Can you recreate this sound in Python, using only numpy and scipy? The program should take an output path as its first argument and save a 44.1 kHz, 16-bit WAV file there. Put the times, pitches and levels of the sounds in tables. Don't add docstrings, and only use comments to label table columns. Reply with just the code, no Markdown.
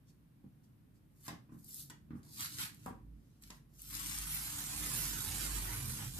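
import sys
import numpy as np
from scipy import signal
from scipy.fft import rfft, irfft
from scipy.io import wavfile
from scipy.ndimage import uniform_filter1d, map_coordinates

SR = 44100
rng = np.random.default_rng(int(sys.argv[2]) if len(sys.argv) > 2 else 0)


def persist_wave(psi):
    counts = np.round(np.clip(psi, -1, 1) * 32767).astype(np.int16)
    wavfile.write(sys.argv[1], SR, np.atleast_2d(counts).T)


N = 272979
T, FREQ = np.arange(N) / SR, np.fft.rfftfreq(N, 1 / SR)
TOP_HZ = 14600


def peel(crackle, rasp, ring_hz, ring_db):
    # frequency_hz, level_db
    tape_spectrum = [(300, 4), (600, -11.5), (900, -4), (1400, -4), (1900, -4.3), (2800, -4.5), (4200, -2),
                     (5800, -1), (7600, 1), (10000, 1.1), (12000, 3), (13200, 1.3), (14700, -5)]
    snaps_per_s = 11500 * (0.12 + crackle / crackle.max())
    sizes = undb(3.5 * np.minimum(rng.exponential(size=N), 4)) * rng.choice([-1, 1], N)
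    threads = unit((rng.random(N) < snaps_per_s / SR) * sizes / np.sqrt(snaps_per_s))
    threads /= np.sqrt(uniform_filter1d(threads ** 2, int(0.011 * SR)) + 1e-6)
    stutter_db = 1.79 + 0.3 * np.exp(-travel() / 0.14)
    spectrum = rfft(threads * undb(stutter_db * walk(rate_hz=260)))
    colour = undb(at(tape_spectrum, FREQ)) * FREQ ** 2 / (FREQ ** 2 + 250 ** 2)
    treble_rms = np.sqrt(np.mean(colour ** 2 * ((FREQ > 4000) & (FREQ < 15000))))
    middle_rms = np.sqrt(np.mean(colour ** 2 * ((FREQ > 700) & (FREQ < 2800))))
    lowest_hz = 345 + (960 - 345) * np.exp(-(travel() / 0.28) ** 2)
    out = 0
    for hz, window in bands(320, count=24):
        bright = np.clip(np.log(hz / 2300) / np.log(4200 / 2300), 0, 1)
        gain = (crackle / treble_rms) ** bright * (rasp / middle_rms) ** (1 - bright)
        radiation = 1 / np.sqrt(1 + (lowest_hz / hz) ** 8)
        strip_db = ring_db * np.exp(-(np.log2(hz / ring_hz) / 0.25) ** 2)
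        out += irfft(spectrum * colour * window, N) * gain * radiation * undb(strip_db)
    return out


def pulls():
    # full_force_s, hold_s, crackle_db, rasp_re_crackle_db, rise_db_per_s, jump_db,
    # ring_hz, ring_db
    tugs = [(1.259, 0.0055, -55, -7, 236.5, 2, 12700, 3), (1.683, 0.018, -57.5, -17, 126, 10, 11900, 11),
            (1.741, 0.078, -53, -25, 139, -1.5, 12300, 4), (2.393, 0.055, -44, -7.5, 138, 5, 4260, 5.5),
            (2.585, 0.047, -43, -4.5, 71, 5, 4070, 6), (2.85, 0.03, -64.5, -6, 59.5, 1.5, 7600, 1),
            (3.427, 0.12, -66.5, -9, 898, -4, 4550, 2)]
    # time_s, ring_hz, ring_db
    strip_resonance = [(3.93, 9200, -1.5), (4.07, 7700, 4), (4.24, 7800, -1), (4.3, 11600, 6.5),
                       (4.36, 11400, 3.5), (4.44, 10900, 1), (4.55, 8000, 3), (4.85, 7660, 0.5),
                       (5.0, 12200, 2), (5.1, 12500, 1.5), (5.25, 8800, 1), (5.46, 8500, 4.5),
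                       (5.56, 8400, 4.5), (5.7, 11700, 2), (5.9, 9100, 3), (6.19, 8900, 1)]
    lead_s, release_db_per_s = 0.163, 296
    strongest = np.array([*rip(), *curves(strip_resonance)])
    for s, hold_s, db, rasp_db, rise, jump_db, ring_hz, ring_db in tugs:
        build_db = rise * np.minimum(T - s, 0) - jump_db * (T < s)
        release_db = release_db_per_s * np.maximum(T - s - hold_s, 0)
        crackle = undb(db + build_db - release_db) * (T > s - lead_s)
        rasp = crackle * undb(rasp_db + build_db)
        tug = np.array([crackle, rasp, np.full(N, ring_hz), np.full(N, ring_db)])
        strongest = np.where(crackle > strongest[0], tug, strongest)
    return strongest


def rip():
    # time_s, crackle_db, rasp_re_crackle_db
    long_pull = [(3.69, -86.5, -28.5), (3.79, -60, -18.5), (3.9, -51.5, -12.5), (3.95, -44.5, -8.5),
                 (4.19, -44.5, -10.5), (4.25, -47.5, -9), (4.35, -43, -11.5), (4.41, -45.5, -11),
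                 (4.7, -44.8, -10), (4.82, -42.5, -10), (5.0, -40.5, -11.5), (5.2, -44, -11),
                 (5.45, -43, -9), (5.52, -47, -7), (5.56, -42, -10.5), (5.6, -46.5, -6), (5.75, -46.5, -6),
                 (5.92, -47, -13.5), (6.01, -48.5, -2.5), (6.11, -53.5, -15), (6.19, -47, -9.5)]
    crackle_db, rasp_db = curves(long_pull)
    crackle = undb(crackle_db) * (T > long_pull[0][0])
    return crackle, crackle * undb(rasp_db)


def travel():
    start_s, crossing_s = 4.015, 2.08
    return np.clip((T - start_s) / crossing_s, 0, 1)


def snaps():
    # start_s, relative_level_db, centre_hz
    patches = [(1.173, -55.5, 9070), (1.2813, -26, 5400), (1.645, -34, 12300), (1.691, -41, 10000),
               (1.7445, -24, 11500), (1.8995, -35.5, 6850), (1.904, -34, 7860), (2.232, -49.5, 6240),
               (2.251, -52, 7540), (2.407, -22, 9500), (2.46, -26, 6300), (2.586, -24, 4940),
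               (2.7463, -36, 11150), (2.862, -31.5, 9600), (3.424, -36.5, 12800), (3.437, -37, 5700),
               (3.505, -31.5, 4500), (3.8193, -27.5, 12500), (3.862, -41, 10000), (3.952, -19, 9300),
               (4.069, -22, 8040), (4.131, -28, 8600), (4.1876, -20.5, 8950), (4.1873, -20.5, 12000),
               (4.3473, -16, 12200), (4.939, -24, 10700), (5.041, -21, 12400)]
    out = np.zeros(N)
    for s, db, hz in patches:
        tick = 0.16 * burst(decay_s=0.00024)
        tick[0] = 1
        add(out, s, tint(tick, resonance(hz, width_hz=11600) ** 2), db - 0.5)
    return out


def knocks():
    # start_s, thump_db, clack_db, clack_hz, crack_db
    blows = [(0.441, -40.5, -62, 700, -92), (.462, -44.5, -74, 700, -92), (1.281, -36.5, -38.5, 900, -22.5),
             (1.305, -39, -45, 600, -33), (1.3282, -35.5, -48, 400, -44), (1.4929, -44, -55.5, 1100, -60),
             (1.521, -36, -54, 1100, -59), (1.543, -39, -54, 1004, -70), (1.566, -41, -65, 900, -78),
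             (1.8993, -49, -53, 990, -33.5), (2.106, -32, -45, 1410, -52), (2.132, -32.5, -57, 1400, -73),
             (2.153, -32.5, -51, 1200, -60), (2.861, -33.5, -29.5, 830, -58), (2.884, -37.5, -47, 890, -68),
             (2.908, -34.5, -42, 600, -75), (3.502, -45, -54, 930, -34.5)]
    # pitch_hz, width_hz, level_db
    thump_modes = [(135, 130, 6), (179, 40, 8.5), (240, 49, 6), (274, 26, -5)]
    # pitch_hz, width_hz, level_db
    frame_modes = [(473, 55, 3.5), (563, 61, 0), (790, 60, 0.5), (960, 280, -3), (1136, 69, -4),
                   (1520, 270, -12)]
    # pitch_hz, width_hz, level_db
    free_modes = [(773, 17, 2), (954, 14, 8), (980, 8.3, 5.7), (1106, 24, 1)]
    # frequency_hz, level_db
    crack_spectrum = [(250, -14), (450, -8), (900, -5.5), (1800, -2), (3000, -12), (6000, -14),
                      (14000, -35)]
    soft_hz, freed_s = 302, 2.8
    soft_lowpass = 1 / (1 + 1j * FREQ / soft_hz - (FREQ / soft_hz) ** 2) ** 2
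    thump = irfft(modes(thump_modes) * soft_lowpass, N)
    held = irfft(modes(frame_modes), N)[:SR // 2]
    free = held + irfft(modes(free_modes), N)[:SR // 2]
    crack_colour = undb(at(crack_spectrum, FREQ))
    thumps, clatter = np.zeros((2, N))
    for s, thump_db, clack_db, clack_hz, crack_db in blows:
        clack = tint(free if s > freed_s else held, resonance(clack_hz, width_hz=770))
        crack = tint(burst(decay_s=0.0036), crack_colour)
        add(thumps, s, thump, thump_db - 2.5)
        add(clatter, s, clack, clack_db + 0.5)
        add(clatter, s, crack, crack_db - 6)
    return thumps, clatter


def cloth_drum():
    # centre_s, level_db, half_width_s
    shoves = [(3.04, -51.5, 0.14), (3.49, -57.5, 0.076), (3.86, -66, 0.17), (4.23, -49, 0.091),
              (4.82, -57, 0.063), (5.04, -53, 0.075), (5.44, -47.5, 0.11), (5.65, -43.5, 0.11),
              (5.88, -54, 0.088), (6.09, -56, 0.043)]
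    # centre_s, level_db, half_width_s
    groans = [(5.87, -44.5, 0.092), (6.08, -44, 0.037)]
    # pitch_hz, level_re_crackle_db
    overtones = [(66, -15), (84, -11), (105, -8.5)]
    crackle, _ = rip()
    rest_db, slack_s, sag_hz_per_s = -79.5, 5.6, 24
    drive = undb(rest_db) + undb(-14.5) * crackle + swells(shoves)
    lowest_hz = 51.4 - sag_hz_per_s * np.maximum(T - slack_s, 0)
    fundamental = sway(lowest_hz, drive, waver_db=2.5)
    groan = sway(hz=129, gain=swells(groans), waver_db=-0.5)
    rumble = sum(sway(hz, undb(db) * crackle * travel() ** 3, waver_db=7.5) for hz, db in overtones)
    return fundamental + groan + rumble


def sway(hz, gain, waver_db):
    phase = 2 * np.pi * np.cumsum(hz * (1 + 0.0393 * walk(rate_hz=22))) / SR
    return np.sqrt(2) * np.sin(phase) * gain * undb(waver_db * walk(rate_hz=14))


def cloth_hum(rasp):
    # pitch_hz, width_hz, level_db
    cloth_modes = [(85, 26, -1), (117.4, 16, -1), (146, 3.5, 4), (161.4, 14.4, -3.5), (188, 8.3, -7.5),
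                   (217.9, 3.4, 1), (250, 11, -13), (295.5, 7.7, -2.5), (321, 5.9, -22.5)]
    # time_s, weight_share
    hand_weight = [(0, 0.17), (1.5, 0.41), (2.25, 0.94), (3.1, 0.97), (3.35, 0.32)]
    hand = undb(-60) * curves(hand_weight)[0]
    pull = rip()[0] * undb(-12 + 9.5 * travel() ** 2)
    drive = np.sqrt(hand ** 2 + (undb(-4.5) * rasp) ** 2 + pull ** 2)
    power = sum(np.abs(undb(db) * resonance(hz, width)) ** 2 for hz, width, db in cloth_modes)
    passband = FREQ ** 2 / (FREQ ** 2 + 50 ** 2) / np.sqrt(1 + (FREQ / 400) ** 8)
    return drive * unit(shape(diffuse(), np.sqrt(power) * passband))


def brushes():
    # centre_s, relative_level_db, half_width_s, centre_hz
    strokes = [(0.092, -72, 0.022, 6400), (0.643, -74.5, 0.011, 6400), (0.963, -80.5, 0.022, 6400),
               (1.537, -74, 0.025, 9000), (1.615, -86, .012, 12500), (2.175, -74.5, 0.029, 9000),
               (2.26, -75.5, 0.083, 905), (3.313, -82.5, 0.17, 5600)]
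    noise = rng.standard_normal(N)
    return sum(swells([(s, db, width_s)]) * unit(shape(noise, resonance(hz, hz)))
               for s, db, width_s, hz in strokes)


def room(x, wet_db, early_db, early_s, steps):
    # frequency_hz, t60_s
    decay_times = [(100, 0.25), (700, 0.3), (2000, 0.29), (5000, 0.27), (14000, 0.17)]
    t = T[:SR // 3]
    late_noise, early_noise = diffuse(), diffuse()
    layers = [(shape(late_noise, window), np.exp(-np.log(1000) * t / at(decay_times, hz)))
              for hz, window in bands(100, count=6)]
    build_up, early_decay = 1 - np.exp(-t / 0.00043), np.exp(-t / early_s)
    out = np.zeros((2, N + len(t)))
    place = np.arange(N) * steps / N
    for k, start in enumerate(rng.integers(0, N - len(t), steps + 1)):
        part = slice(start, start + len(t))
        tail = sum(layer[:, part] * decay for layer, decay in layers) * build_up
        early = early_noise[:, part] * early_decay
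        response = (undb(wet_db) * unit(tail) + undb(early_db) * unit(early)) / np.sqrt(len(t))
        a, b = np.searchsorted(place, [k - 1, k + 1])
        faded = x[a:b] * np.cos(np.pi / 2 * (place[a:b] - k))
        heard = signal.fftconvolve(faded[None], response, axes=1)
        out[:, a:a + heard.shape[1]] += heard
    return out[:, :N]


def ambience():
    # frequency_hz, level_db
    house_spectrum = [(30, -13.5), (50, -6), (90, -6.5), (140, 1.5), (190, -7), (280, -8.5), (400, -21.5),
                      (700, -27.5), (1900, -33), (7000, -44), (11000, -37.5), (14500, -37.5)]
    return undb(-64) * unit(shape(diffuse(), undb(at(house_spectrum, FREQ))))


def diffuse():
    # frequency_hz, coherence_ratio
    coherence = [(60, 0.73), (130, 0.92), (290, 0.67), (640, 0.031), (1400, 0), (3000, 0)]
    mid, side = rng.standard_normal((2, N))
    alike = np.clip(at(coherence, FREQ), 0, 1)
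    common, opposed = shape(mid, np.sqrt((1 + alike) / 2)), shape(side, np.sqrt((1 - alike) / 2))
    return np.array([common + opposed, common - opposed])


def resonance(hz, width_hz):
    return 1j * FREQ * width_hz / (hz ** 2 - FREQ ** 2 + 1j * FREQ * width_hz)


def modes(table):
    return sum(undb(db) * resonance(hz, width) for hz, width, db in table)


def shape(x, response):
    return irfft(rfft(x) * response, N)


def tint(x, response):
    response = np.interp(np.fft.rfftfreq(len(x), 1 / SR), FREQ, response)
    return irfft(rfft(x) * response, len(x))[:len(x) // 2]


def bands(low_hz, count):
    centres = np.geomspace(low_hz, TOP_HZ, count)
    return [(hz, np.interp(np.log(FREQ + 1), np.log(centres), row))
            for hz, row in zip(centres, np.eye(count))]


def burst(decay_s):
    return rng.standard_normal(SR // 4) * np.exp(-np.minimum(T[:SR // 4] / decay_s, 50))


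def walk(rate_hz):
    knots = rng.standard_normal(4096)
    return 1.2 * np.interp(T * rate_hz, np.arange(len(knots)), knots)


def swells(table):
    return sum(undb(db) * np.exp(-((T - s) / width_s) ** 2) for s, db, width_s in table)


def curves(table):
    s, *columns = np.transpose(table)
    return [np.interp(T, s, column) for column in columns]


def at(points, hz):
    frequencies, values = np.transpose(points)
    return np.interp(np.log(hz + 1), np.log(frequencies), values)


def add(track, s, sound, peak_db):
    start = int(s * SR)
    sound = sound[:min(SR // 4, N - start)]
    track[start:start + len(sound)] += undb(peak_db) * sound / np.abs(sound).max()


def pan(left_minus_right_db):
    return undb(np.array([[0.5], [-0.5]]) * left_minus_right_db)


def undb(db):
    return 10 ** (np.asarray(db) / 20)


def unit(x):
    return x / np.sqrt(np.mean(x ** 2))


def scene():
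    # time_s, left_minus_right_db
    treble_balance = [(0, -2), (1.8, 0), (2.5, -1.5), (3.5, 0.5), (4.05, 2), (4.35, -2), (5.3, -6),
                      (6.19, -3.5)]
    crackle, rasp, ring_hz, ring_db = pulls()
    tape = peel(crackle, rasp, ring_hz, ring_db) + brushes()
    ticks = snaps()
    thumps, clatter = knocks()
    near = undb(-5.5) * tape + ticks + undb(-2.7) * thumps + undb(-10) * clatter
    left_lead_s = np.interp(travel(), [0, 1], [0.244e-3, -0.13e-3])
    direct = np.array([map_coordinates(near, [(T + side * left_lead_s / 2) * SR], order=3)
                       for side in (1, -1)])
    tape_echo = room(tape + undb(-0.5) * ticks, wet_db=-3.5, early_db=-2.5, early_s=0.0042, steps=150)
    knock_echo = room(clatter + undb(-4) * thumps, wet_db=-1.2, early_db=-21.5, early_s=0.007, steps=8)
    arriving = direct + tape_echo + knock_echo
    treble = shape(arriving, FREQ / (FREQ + 1500))
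    shaded = arriving + (pan(curves(treble_balance)[0]) - 1) * treble
    cloth = pan(-2.5) * cloth_drum() + pan(-3.5) * cloth_hum(rasp)
    return shaded + cloth + ambience()


def record(dry):
    lean = signal.sosfilt(signal.butter(2, 28, "highpass", fs=SR, output="sos"), dry)
    return signal.sosfilt(signal.ellip(10, .2, 70, TOP_HZ, fs=SR, output="sos"), lean)


dry = scene()
out = record(dry)
persist_wave(out)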